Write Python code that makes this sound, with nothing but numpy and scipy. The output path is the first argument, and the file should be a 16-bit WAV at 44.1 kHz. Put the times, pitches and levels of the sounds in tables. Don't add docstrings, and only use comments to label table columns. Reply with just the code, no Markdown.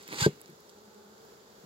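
import sys
import numpy as np
from scipy import signal
from scipy.fft import rfft, irfft
from scipy.io import wavfile
from scipy.ndimage import map_coordinates

SR = 44100
rng = np.random.default_rng(int(sys.argv[2]) if len(sys.argv) > 2 else 0)


def file_out(sig):
    cols = np.atleast_2d(sig).T
    lim = np.clip(cols, -1, 1)
    pcm = np.round(lim * 32767).astype(np.int16)
    wavfile.write(sys.argv[1], SR, pcm)


N = 72765

GROUND_LAG_S, GROUND_PAN_DB = 0.0002584, -2
AIR_LAG_S = 0.00029
COHERENT_HZ = 950


def undb(db):
    return 10 ** (np.asarray(db) / 20)


def unit(x):
    return x / np.sqrt(np.mean(x ** 2))


def clock():
    return np.arange(N) / SR


def bins():
    return np.maximum(np.arange(N // 2 + 1) * SR / N, 1)


def decay(age, t60):
    return np.exp(-np.log(1000) * age / t60)


def curve(rows):
    return undb(np.interp(clock(), *np.array(rows).T))


def colour(x, points):
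    hz, db = np.array(points).T
    gain = undb(np.interp(np.log(bins()), np.log(hz), db))
    return unit(irfft(rfft(x) * gain, N))


def walk(rate):
    knots = rng.standard_normal(1024)
    return map_coordinates(knots, [clock() * rate + 8], order=3, mode="wrap")


def ports(x, lag_s, pan_db):
    left = irfft(rfft(x) * np.exp(-2j * np.pi * bins() * lag_s), N)
    return np.array([left * undb(pan_db / 2), x * undb(-pan_db / 2)])


def lean(pan_db):
    return undb(np.array([[.5], [-.5]]) * pan_db)


def incoherence():
    return bins() / np.hypot(bins(), COHERENT_HZ)


def grains(per_s, spread_db):
    hits = (rng.random(N) < per_s / SR) * rng.standard_normal(N)
    return hits * undb(spread_db * rng.standard_normal(N))


def air():
    # f/Hz, level per Hz/dB
    air_colour = [(25, 10), (60, 13.5), (120, 6), (290, 8.5), (450, 16.5), (640, 5), (900, 7), (1500, 3.5),
                  (1900, -2), (2500, -8.5), (3500, -2), (4800, -1.5), (6400, -4.5), (7100, -1), (7700, -8),
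                  (8500, -14.5), (12500, -9.5), (16000, -11.5)]
    # t/s, level relative to level_db/dB
    hiss = [(0, 2), (.7, 1), (1.05, -0.5), (1.3, 2.5), (1.45, 0), (1.65, 2.5)]
    level_db, treble_pan_db = -57, -3.5
    apart = incoherence()
    shared = rfft(ports(rng.standard_normal(N), AIR_LAG_S, pan_db=5.5)) * np.sqrt(1 - apart ** 2)
    own = rfft(rng.standard_normal((2, N))) * apart
    tilt = lean(treble_pan_db * np.sqrt(bins() / 5000))
    return colour(irfft((shared + own) * tilt, N), air_colour) * undb(level_db) * curve(hiss)


def swarm(count=8):
    harmonics = [-3, 0.5, -9, -7, -29, -12.5, -10.5, -33]
    # t/s, level/dB
    hum = [(0, -65.5), (.6, -65), (.95, -58), (1.25, -57.5), (1.45, -63), (1.65, -61)]
    wing_hz, pitch_spread, pitch_wander = 208.5, .07, .035
    swell_db = 1
    out = np.zeros((2, N))
    for place in np.linspace(-1, 1, count):
        hz = wing_hz * (1 + pitch_spread * place + pitch_wander * walk(7))
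        phase = 2 * np.pi * (np.cumsum(hz) / SR + rng.random())
        buzz = sum(undb(db) * np.sin((k + 1) * phase) for k, db in enumerate(harmonics))
        swelling = buzz * undb(swell_db * walk(6.6))
        lag_s = AIR_LAG_S * (1 + 1.2 * rng.standard_normal())
        out += ports(swelling, lag_s, pan_db=-2.3)
    return unit(out) * curve(hum)


def litter():
    # f/Hz, level per Hz/dB
    litter_colour = [(50, -23), (110, 5), (330, 16.5), (700, 6.5), (1200, 7), (2200, 12), (3000, 1.5),
                     (4000, 6), (5600, -21), (7300, -20), (9000, -2), (13000, -15), (16000, -11)]
    # t/s, level/dB
    settle = [(0, -53), (.04, -90), (.06, -59.5), (.115, -42), (.15, -44.5), (.28, -66), (.35, -74),
              (.43, -57.5), (.5, -64.5), (.55, -96), (.8, -83), (1.0, -75.5)]
    cracks = grains(per_s=1500, spread_db=4)
    ring = decay(clock()[:1024], t60=0.0044)
    crackle = signal.fftconvolve(np.abs(cracks), ring)[:N] * rng.standard_normal(N)
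    return ports(colour(crackle, litter_colour), GROUND_LAG_S, GROUND_PAN_DB) * curve(settle)


def rasp():
    # f/Hz, level per Hz/dB
    rasp_colour = [(50, -34), (120, 7), (300, -4), (500, 2), (680, -8.5), (850, 6.5), (1050, 1.5),
                   (1300, 0), (1750, -1.5), (2000, 2), (2400, -1), (3100, -1), (3600, 0.5), (4100, 1),
                   (4700, 4), (5250, -0.5), (5600, -7), (6200, -0.5), (7500, -0.5), (8300, -8.5),
                   (9200, -11), (12500, -14.5), (16000, -19)]
    # t/s, level/dB
    slide = [(0, -58.5), (.06, -58.5), (.115, -50.5), (.17, -43.5), (.207, -31), (.235, -32.5), (.26, -34),
             (.272, -43.5), (.305, -65), (.38, -70.5)]
    scatter_db, flutter_db, flutter_per_s = 0, 1.3, 150
    fractures = grains(per_s=8200, spread_db=1.5)
    direct = ports(colour(fractures, rasp_colour), GROUND_LAG_S, GROUND_PAN_DB)
    noise = colour(rng.standard_normal((2, N)), rasp_colour)
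    scatter = irfft(rfft(noise) * incoherence(), N) * lean(GROUND_PAN_DB)
    flutter = undb(flutter_db * walk(flutter_per_s))
    return (direct + undb(scatter_db) * scatter) * curve(slide) * flutter


def echo(x):
    # f/Hz, level per Hz/dB
    echo_colour = [(100, -20), (700, -14), (1300, -5), (1950, 1.5), (2800, 3), (4500, -7.5), (8000, -6),
                   (16000, -0.5)]
    tail = colour(rng.standard_normal((2, N)), echo_colour) * decay(clock(), t60=0.38)
    tail = tail / np.sqrt(np.sum(tail ** 2, axis=1, keepdims=True))
    return undb(-19.5) * signal.fftconvolve(x, tail, axes=1)[:, :N]


def ticks():
    # t/s, level at onset before panning/dB, centre f/Hz
    snaps = [(.0094, -50, 4860), (0.0266, -45, 9100), (0.0784, -38, 3470), (0.0787, -41, 13400),
             (.085, -43.5, 10100), (0.4062, -51, 10000), (0.415, -42.5, 8800), (0.459, -47, 4720),
             (0.479, -52, 7950), (0.5, -53.5, 11200), (.604, -50, 12500), (0.694, -43.5, 5100),
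             (.699, -50, 5500), (.7855, -55, 5200), (.945, -60, 7700), (1.1798, -56, 4260),
             (1.249, -56, 12000)]
    t60_s, width_octaves = 0.0087, 0.68
    out = np.zeros(N)
    for start, db, hz in snaps:
        age = clock() - start
        band = np.exp(-.5 * (np.log2(bins() / hz) / width_octaves) ** 2)
        crack = unit(irfft(rfft(rng.standard_normal(N)) * band, N))
        out += undb(db) * crack * (age >= 0) * decay(np.abs(age), t60_s)
    return ports(out, GROUND_LAG_S, pan_db=-5)


def thumps():
    # t/s, gain of the modes/dB, contact time/s, gain of the rumble/dB
    blows = [(0.09, -47, 0.003, -68), (.113, -52, 0.0015, -48.5), (0.136, -50, 0.0039, -54),
             (.2150, -5.5, 0.008, -51), (.263, -6.5, 0.00092, -37), (0.2823, -21, 0.0026, -62),
             (.4915, -43.5, .001, -51.5), (1.636, -44, 0.0064, -49)]
    # f/Hz, level relative to the blow/dB, build-up/s, t60/s
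    modes = [(152.4, -28, 0.0033, 0.2), (174.4, 6.5, 0.0058, 0.032), (257, 13, 0.005, 0.013),
             (363, 13.5, 0.0058, 0.02), (415.7, 3, 0.013, 0.054), (541, 3.5, 0.013, 0.028),
             (884, -16.5, 0.00059, 0.036)]
    # f/Hz, level per Hz/dB
    rumble_colour = [(40, -20), (130, 6), (280, 1.5), (450, 0), (700, -18), (2000, -24), (5000, -38),
                     (16000, -65)]
    rumble_t60_s = 0.24
    out = np.zeros(N)
    for start, db, contact, rumble_db in blows:
        age = np.maximum(clock() - start, 0)
        ring = np.zeros(N)
        for hz, level, build, t60 in modes:
            envelope = (1 - np.exp(-age / build)) * decay(age, t60)
            ring += undb(level) * envelope * np.sin(2 * np.pi * hz * age)
        push = np.sin(np.pi * np.minimum((np.arange(1024) + .5) / (contact * SR), 1)) ** 2
        out += undb(db) * signal.fftconvolve(ring, push / push.sum())[:N]
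        fade = (1 - np.exp(-age / contact)) * decay(age, rumble_t60_s)
        out += undb(rumble_db) * fade * colour(rng.standard_normal(N), rumble_colour)
    return ports(out, lag_s=0.00024, pan_db=1.2)


def squeak():
    start_s, attack_s, hold_s, release_s = 0.2298, .011, .004, .032
    pitch_hz, wobble = 1572, .009
    corners = start_s + np.cumsum([0, attack_s, hold_s, release_s])
    envelope = np.interp(clock(), corners, [0, 1, 1, 0])
    hz = pitch_hz * (1 + wobble * walk(251))
    tone = np.sin(2 * np.pi * np.cumsum(hz) / SR)
    return ports(tone * envelope * undb(-22), GROUND_LAG_S, pan_db=1.5)


def near_bees(count=4):
    # t/s, wingbeat f/Hz, first harmonic before panning level/dB
    passes = [(.72, 200.3, -63.5), (.885, 208, -59), (1.255, 203.2, -63.5)]
    width_s, doppler, rolloff_db = 0.021, .03, -11
    out = np.zeros(N)
    for when, hz, db in passes:
        along = (clock() - when) / width_s
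        distance = np.hypot(along, 1)
        phase = 2 * np.pi * np.cumsum(hz * (1 - doppler * along / distance)) / SR
        buzz = sum(undb(rolloff_db * k) * np.sin((k + 1) * phase) for k in range(count))
        out += undb(db) / distance ** 2 * buzz
    return ports(out, AIR_LAG_S, pan_db=3.0)


def scene():
    background = air() + swarm() + near_bees()
    scuff = rasp()
    return background + litter() + scuff + echo(scuff) + ticks() + thumps() + squeak()


def record(dry):
    low_cut = signal.butter(3, 99, "high", fs=SR, output="sos")
    top_cut = signal.ellip(10, .2, 70, 15850, fs=SR, output="sos")
    return signal.sosfilt(top_cut, signal.sosfilt(low_cut, dry))


dry = scene()
out = record(dry)
file_out(out)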